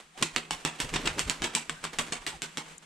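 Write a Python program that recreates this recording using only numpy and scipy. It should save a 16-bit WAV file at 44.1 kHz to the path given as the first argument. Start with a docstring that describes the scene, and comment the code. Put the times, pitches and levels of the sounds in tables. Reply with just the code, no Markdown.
"""Pigeon clapping up out of a yard

A pigeon is tossed up in a small yard between sheds and climbs away, clapping about seven times a second.
Each clap is a pulse, a burst of decaying noise and a short thump, thrown back by the walls as shaped noise.
Between claps the feathers swish in grainy noise, whirr in gliding narrow bands, and tick once near the end.
Strokes passing the microphone whoosh and push low puffs of air at it, over the quiet noise of the yard."""
import sys
import numpy as np
from scipy import signal
from scipy.fft import rfft, irfft
from scipy.io import wavfile
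from scipy.ndimage import uniform_filter1d

SR = 44100
rng = np.random.default_rng(int(sys.argv[2]) if len(sys.argv) > 2 else 0)


def to_wav(s):
    """Save 16-bit WAV."""
    ch = np.atleast_2d(s).T  # columns
    pcm = np.round(np.clip(ch, -1, 1) * 32767)  # PCM
    wavfile.write(sys.argv[1], SR, pcm.astype(np.int16))


N = 125685
T = np.arange(N) / SR  # time in seconds

CLAP_SIZE = 32768  # samples given to one clap and its echo
CLAP_T = np.arange(CLAP_SIZE) / SR
TREBLE_HZ = 3470  # the treble of each clap is set above this

# Wing claps. Each row: start in seconds, level in dB, crack in dB against the spatter,
# spatter decay time in ms, thump in dB, treble in dB, yard echo in dB.
CLAPS = [(0.2249, 3.5, -22, 3.4, -7, 1.5, -4), (.3620, 3.5, -3, 1.6, -18, -4.5, -5),
         (.508, -2.5, -15, 1.4, -13, 0, -1.5), (0.65, 4, 0, 1.14, -11.5, -4.5, -3.5),
         (.8018, -3.5, -3, 2.5, -7.5, 4, .5), (.9390, -2.5, -1, 4.3, -14, -4.5, 2.5),
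         (0.9589, 3.5, -31, 6.3, -10.5, -26, -5.5), (1.056, -4, -8, 4.8, -29, -4, 3),
         (1.0738, 7, -3, 2.9, -12, -31, -7.5), (1.1930, 1, -6, 1.1, -29, 1, -2.5),
         (1.2976, 3.5, -9, 0.71, -14.5, 0, -5), (1.4202, -3.5, 4.5, 3.3, -6, -8.5, 1.5),
         (1.4385, -0.5, -11, 5.3, -16, -3, 0.5), (1.55, -2.5, -12, 1.2, -11, 4.5, 0),
         (1.5517, -5.5, 12, 0.59, -27, 3.5, -2.5), (1.6954, -3, -15, 2.7, -11.5, -4.5, -4),
         (1.8396, -6.5, -30, 3.6, -12, -1.5, -1), (1.8510, -6, -24, 1.9, -15.5, -13, -2.5),
         (1.9865, 1, -1, 6, -15.5, -3, 0), (2.122, -2, -17, 7.7, -9, -3, -.5),
         (2.2651, -7, -13, 2.2, -12, 0.5, 3), (2.4198, -9.5, 15, 0.75, -13, 3, 2),
         (2.5723, -4, 4, 1.5, -11, -4, 0.5)]
# The bird's path across the stereo field. Each row: time in seconds, left over right in dB.
FLIGHT_PAN = [(.2, -2.5), (.7, -2.5), (1.3, 0), (2.0, 0), (2.6, 2.5)]
# Tone colour of all claps. 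Each row: frequency in Hz, gain in dB.
CLAP_COLOUR = [(60, -19.5), (110, -11), (160, 0), (205, -5.5), (300, -1.5), (600, -4.5), (1050, 4),
               (1500, 3), (2400, 4.5), (3300, 3.5), (4800, -1), (6500, -1.5), (8100, 3), (8900, -6),
               (9900, -7), (10500, -16), (12800, -19), (14000, -37), (16000, -67)]


def claps():
    """Wing tips meet: a crack, feather spatter and thump of air, with an echo that differs as the bird moves."""
    crack, thump = wing_crack(), air_thump()
    bands, decay = yard_bands(), yard_decay()
    out = np.zeros((2, N + CLAP_SIZE))
    for start, db, crack_db, spatter_ms, thump_db, treble_db, echo_db in CLAPS:
        bird_pan = pan(np.interp(start, *np.transpose(FLIGHT_PAN)))
        direct = unit(amp(crack_db) * crack + feather_spatter(spatter_ms)) * bird_pan
        yard = yard_echo(bands, decay) + yard_boom()
        clap = wing_resonance(direct + amp(echo_db) * yard)
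        clap = clap + amp(thump_db) * thump
        clap = clap + (amp(treble_db) - 1) * cut(clap, TREBLE_HZ, "high")
        first = int(start * SR)
        out[:, first:first + CLAP_SIZE] += amp(db) * clap
    return colour(out[:, :N], CLAP_COLOUR)


SUCTION_S, SUCTION_SHARE = 0.00029, 0.16  # length and depth of the pressure dip before the crack


def wing_crack():
    """Pressure dips along a ramp, then jumps up in a one-sample pulse."""
    offset = np.arange(CLAP_SIZE) - int(SUCTION_S * SR)
    dip = SUCTION_SHARE * (offset < 0) * CLAP_T / SUCTION_S
    return unit((offset == 0) - dip)


SPATTER_LIKENESS = 0.77  # left-right correlation
SPATTER_ATTACK = 0.13  # build-up time as a share of the decay time
CRACKLE_DB, CRACKLE_STEP_S = 5, 0.00062  # single quills snap within a spatter


def feather_spatter(decay_ms):
    """Snapping quills make a noise burst that builds up fast, crackles and dies away."""
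    age = CLAP_T * 1000 / decay_ms
    envelope = np.exp(-age) * (1 - np.exp(-age / SPATTER_ATTACK))
    crackle = amp(CRACKLE_DB * uneven(CLAP_T, CRACKLE_STEP_S))
    return unit(noise(CLAP_SIZE, SPATTER_LIKENESS) * envelope * crackle)


THUMP_HZ, THUMP_DECAY_S = 251, 0.0014


def air_thump():
    """Air squeezed out between the wings: a strongly damped low sine."""
    return unit(np.sin(2 * np.pi * THUMP_HZ * CLAP_T) * np.exp(-CLAP_T / THUMP_DECAY_S))


WING_RIPPLE_DB, WING_RIPPLE_HZ = 3, 75.06  # spread, and spacing in the bass; wider towards the treble


def wing_resonance(x):
    """Shallow random peaks and dips of the flexing wing, new at each clap."""
    hz = np.geomspace(100, 16000, 400)
    warped_hz = hz / (1 + hz / 12000)
    ripple_db = WING_RIPPLE_DB * uneven(warped_hz, WING_RIPPLE_HZ)
    return colour(x, np.transpose([hz, ripple_db]))


WALL_DELAY_S = 0.0048
ECHO_BUILD_UP = 1 - np.exp(-(CLAP_T / WALL_DELAY_S) ** 2)  # the walls answer after a short delay
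# Echo of the yard in bands. Each row: centre in Hz, near walls in dB, their 60 dB decay in seconds,
# far tail in dB, its 60 dB decay in seconds.
YARD = [(149, 8.5, 0.11, -3, 1), (456, 6, 0.15, -0.5, 0.99), (1200, -4, .17, -2, 0.36),
        (2860, 1, 0.14, -4.5, 0.35), (7400, -0.5, 0.16, -10, 0.38)]
ECHO_LIKENESS = 0.53  # left-right correlation


def yard_bands():
    """Stereo noise split into the overlapping bands of the yard echo."""
    spectrum = rfft(noise(N, ECHO_LIKENESS))
    log_hz = np.log(np.maximum(np.arange(spectrum.shape[1]) * SR / N, 1))
    centres = np.log([row[0] for row in YARD])
    bands = []
    for share in np.eye(len(YARD)):
        bands.append(irfft(spectrum * np.interp(log_hz, centres, share), N))
    return np.array(bands)


def yard_decay():
    """Near walls die away fast and the far tail more slowly; their powers add in each band."""
    decay = []
    for _, near_db, near_t60, far_db, far_t60 in YARD:
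        near = amp(near_db) * echo_fade(near_t60)
        far = amp(far_db) * echo_fade(far_t60)
        decay.append(np.hypot(near, far))
    return np.array(decay)


def echo_fade(t60):
    """Unit-energy envelope of an echo that builds up, then falls by 60 dB in t60 seconds."""
    return unit(ECHO_BUILD_UP * amp(-60 * CLAP_T / t60))


ECHO_PAN_DB = -2.5  # left over right: echo and swishes lean to the right
ECHO_GRAIN_DB, ECHO_GRAIN_S = 0.5, 0.0016  # single reflections stand out
ECHO_FLUTTER_DB, ECHO_FLUTTER_S = 1.73, 0.00673  # the echo comes back in clusters


def yard_echo(bands, decay):
    """Scattered reflections: a random stretch of band noise under the yard's decay."""
    k = rng.integers(N - CLAP_SIZE)
    echo = np.einsum("bct,bt->ct", bands[:, :, k:k + CLAP_SIZE], decay) * pan(ECHO_PAN_DB)
    grain_db = ECHO_GRAIN_DB * uneven(CLAP_T, ECHO_GRAIN_S)
    flutter_db = ECHO_FLUTTER_DB * uneven(CLAP_T, ECHO_FLUTTER_S)
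    return echo * amp(grain_db + flutter_db)


# Standing waves between the walls. Each row: frequency in Hz, level in dB, 60 dB decay in seconds.
YARD_MODES = [(158.9, -18, 0.27), (234, -15, 0.27), (303, -24.5, 0.23)]


def yard_boom():
    """Standing waves ring between the walls as decaying sines of random phase."""
    boom = 0
    for hz, db, t60 in YARD_MODES:
        ring = np.sin(2 * np.pi * (hz * CLAP_T + rng.random()))
        boom = boom + amp(db) * unit(ECHO_BUILD_UP * amp(-60 * CLAP_T / t60) * ring)
    return boom


SWISH_RISE_S = 0.0047
CATCH_DB, CATCH_STEP_S = 1, 0.005  # feathers catch in clusters
# Feather swishes and rustles. Each row: peak in seconds, level in dB, decay in seconds.
SWISHES = [(.004, -49.5, 0.023), (0.18, -42.5, 0.049), (0.217, -41, 0.006), (.345, -49, 0.035),
           (.61, -51.5, 0.074), (0.753, -49, 0.041), (.79, -47, 0.074), (0.896, -40, 0.016),
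           (0.934, -42, .015), (1.005, -43, 0.21), (1.135, -52.5, 0.023), (1.187, -33, .0094),
           (1.278, -41, 0.084), (1.541, -42.5, 0.013), (1.836, -47, .01), (1.935, -42, 0.036),
           (2.067, -44.5, 0.063), (2.222, -53, 0.038), (2.531, -61, 0.044), (2.684, -53.5, 0.021),
           (2.829, -54.5, 0.013)]
# Tone colour of the swishes. Each row: frequency in Hz, gain in dB.
SWISH_COLOUR = [(100, -38), (200, 7), (600, 4.5), (1400, 4), (3000, 2.5), (5000, -4), (8100, -5),
                (10500, -13.5), (15000, -30)]


def swishes(grain_db=3, grain_s=.001):
    """Feathers slide over each other in tiny catches: noise with a random grain."""
    level = sum(amp(db) * swell(s, SWISH_RISE_S, fall) for s, db, fall in SWISHES)
    fine_db = grain_db * np.interp(T / grain_s, np.arange(N), rng.standard_normal(N))
    catches = amp(fine_db + CATCH_DB * uneven(T, CATCH_STEP_S))
    return colour(noise(N, 0.75) * level * catches, SWISH_COLOUR) * pan(ECHO_PAN_DB)


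WHOOSH_RISE_S, WHOOSH_FALL_S = 0.012, 0.022
# Whooshes of the wing strokes. Each row: peak in seconds, level in dB.
WHOOSHES = [(0.224, -39.5), (0.853, -42), (.94, -37), (1.0, -42.5), (1.057, -35.5), (1.125, -54),
            (1.181, -39), (1.285, -42), (1.428, -42), (1.46, -50), (1.51, -53), (2.119, -51)]
# Tone colour of the whooshes. Each row: frequency in Hz, gain in dB.
WHOOSH_COLOUR = [(60, -22), (110, -5), (160, 4), (210, 0), (330, 1.5), (500, -1.5), (800, -20), (2000, -27),
                 (8000, -69)]


def whooshes():
    """Low rush of air around each strong stroke: evened noise in short swells."""
    level = sum(amp(db) * swell(s, WHOOSH_RISE_S, WHOOSH_FALL_S) for s, db in WHOOSHES)
    return level * evened(colour(noise(N, 0.94), WHOOSH_COLOUR), window_s=0.011)


DRAUGHT_RISE_S, DRAUGHT_FALL_S = 0.024, 0.034
# Puffs of air on the microphone. Each row: peak in seconds, level in dB.
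DRAUGHT = [(.22, -54), (.36, -53), (.54, -52), (.66, -59), (.85, -43), (0.954, -37), (1.06, -43),
           (1.125, -43), (1.265, -38), (1.435, -44), (1.72, -55.5), (1.86, -54), (1.994, -48), (2.115, -56),
           (2.221, -53), (2.36, -53)]
# Tone colour of the puffs. Each row: frequency in Hz, gain in dB.
DRAUGHT_COLOUR = [(12, -32), (25, 8.5), (37, -5), (62, -5.5), (85, -8.5), (130, -14.5), (400, -59),
                  (2000, -103)]


def draught():
    """Air pushed at the microphone rumbles in very low noise, nearly alike left and right."""
    level = sum(amp(db) * swell(s, DRAUGHT_RISE_S, DRAUGHT_FALL_S) for s, db in DRAUGHT)
    return level * evened(colour(noise(N, 0.98), DRAUGHT_COLOUR), window_s=0.12)


# Whirrs and whistles of air through the feathers. Each row: start in seconds, length in seconds,
# start frequency in Hz, end frequency in Hz, level in dB.
WHISTLES = [(0.143, 0.051, 690, 840, -54.5), (0.204, 0.052, 350, 263, -39), (1.037, 0.048, 510, 432, -40),
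            (1.559, 0.03, 1000, 900, -36.5), (1.748, 0.057, 1470, 1590, -52), (2.305, 0.066, 992, 700, -49)]


def whistles(width_hz=75, tone=1.0):
    """Airy whirrs that glide: narrow bands of noise around a weak tone."""
    out = np.zeros((2, N))
    for start, length, start_hz, end_hz, db in WHISTLES:
        along = np.clip((T - start) / length, 0, 1)
        phase = 2 * np.pi * np.cumsum(start_hz + (end_hz - start_hz) * along) / SR
        sine_waver, cosine_waver = slow_noise(width_hz), slow_noise(width_hz)
        whirr = (tone + sine_waver) * np.sin(phase) + cosine_waver * np.cos(phase)
        out += amp(db) * np.sin(np.pi * along) * evened(whirr, window_s=0.0083)
    return out


def slow_noise(width_hz):
    """Low-passed noise that widens a tone into a narrow band."""
    return unit(cut(noise(N, .6), width_hz, "low", order=2)) * np.sqrt(N / 2)


TICK_S, TICK_DB, TICK_LENGTH_S = 2.782, -40, 0.0016  # peak time, level, rise and fall time
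# Tone colour of the tick. Each row: frequency in Hz, gain in dB.
TICK_COLOUR = [(500, -36.5), (4000, -37), (6800, 7), (8500, 2), (10500, -5), (15000, -53)]


def tick():
    """A brief bright scratch of high noise."""
    envelope = swell(TICK_S, TICK_LENGTH_S, TICK_LENGTH_S)
    return colour(noise(N, 0.79) * amp(TICK_DB) * envelope, TICK_COLOUR)


AIR_DB, AIR_LIKENESS = -55, 0.35  # level, left-right correlation
AIR_WAVER_DB, AIR_WAVER_S = -3, 0.04
# Tone colour of the outdoor background. Each row: frequency in Hz, gain in dB.
AIR = [(30, -5), (70, -7), (110, -32), (155, 6.5), (210, -5.5), (600, -11), (1100, -7.5), (2800, -8),
       (5400, -16.5), (8100, -13.5), (10500, -25.5), (13000, -33), (15500, -49)]


def yard_air():
    """The quiet of the yard: coloured noise whose level wavers."""
    return amp(AIR_DB) * colour(noise(N, AIR_LIKENESS), AIR) * amp(AIR_WAVER_DB * uneven(T, AIR_WAVER_S))


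def amp(db):
    """Decibels to gain."""
    return 10 ** (np.asarray(db) / 20)


def unit(x):
    """Scale to an energy of one per channel."""
    return x / np.sqrt(np.mean(np.sum(x ** 2, axis=-1)) + 1e-20)


def pan(db):
    """Left and right gains for a level difference."""
    return amp(np.array([[db], [-db]]) / 2)


def noise(size, likeness):
    """White stereo noise with a given left-right correlation."""
    mid, side = rng.standard_normal((2, size))
    c = np.clip(likeness, -1, 1)
    return np.sqrt((1 + c) / 2) * mid + np.sqrt((1 - c) / 2) * np.array([side, -side])


def colour(x, points, size=8192):
    """Causal (minimum-phase) filter through (Hz, dB) points; white noise keeps its power."""
    hz, db = np.transpose(points)
    grid = np.maximum(np.arange(size // 2 + 1) * SR / size, 1)
    cepstrum = irfft(np.log(amp(np.interp(np.log(grid), np.log(hz), db))))
    # folding the cepstrum forward in time gives the minimum phase
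    cepstrum[1:size // 2] *= 2
    cepstrum[size // 2 + 1:] = 0
    response = unit(irfft(np.exp(rfft(cepstrum))))
    return signal.fftconvolve(x, response[None], axes=1)[:, :x.shape[1]]


def cut(x, hz, kind, order=1):
    """Butterworth filter."""
    return signal.sosfilt(signal.butter(order, hz, kind, fs=SR, output="sos"), x)


def swell(s, rise, fall):
    """A rounded rise to a peak at s, then an exponential fall."""
    return np.exp(-(np.minimum(T - s, 0) / rise) ** 2 / 2 - np.maximum(T - s, 0) / fall)


def uneven(axis, step):
    """Normal random values, one per step along an axis, joined by straight lines."""
    return np.interp(axis / step, np.arange(4096), rng.standard_normal(4096))


def evened(x, window_s):
    """Take the chance surges out of a noise, so that its envelope sets the level."""
    power = uniform_filter1d(np.mean(x ** 2, axis=0), max(int(window_s * SR), 1))
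    return x / np.sqrt(power + .02)


def scene():
    """The bird over the quiet of the yard."""
    return claps() + swishes() + whooshes() + draught() + whistles() + tick() + yard_air()


TREBLE_BALANCE_HZ, TREBLE_BALANCE_DB = 6500, 1.5  # the left microphone is the brighter one
CUTOFF_HZ = 16300
# Stereo width at the microphones. Each row: frequency in Hz, gain of the side signal in dB.
STEREO_WIDTH = [(80, -2.5), (150, -7.5), (300, -10), (550, -2.5), (1100, 2.5), (2200, -1), (4500, -1),
                (8000, 3.5), (12000, 7.5)]


def record(dry):
    """Closely spaced microphones hear the low end more alike and the treble apart; the top is cut."""
    dry = dry + (pan(TREBLE_BALANCE_DB) - 1) * cut(dry, TREBLE_BALANCE_HZ, "high")
    mid, side = (dry[0] + dry[1]) / 2, (dry[0] - dry[1]) / 2
    hz, db = np.transpose(STEREO_WIDTH)
    grid = np.maximum(np.arange(N // 2 + 1) * SR / N, 1)
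    width = amp(np.interp(np.log(grid), np.log(hz), db))
    side = irfft(rfft(side) * width, N)
    top_cut = signal.cheby2(12, 70, CUTOFF_HZ, fs=SR, output="sos")
    return signal.sosfilt(top_cut, np.array([mid + side, mid - side]))


dry = scene()
out = record(dry)
to_wav(out)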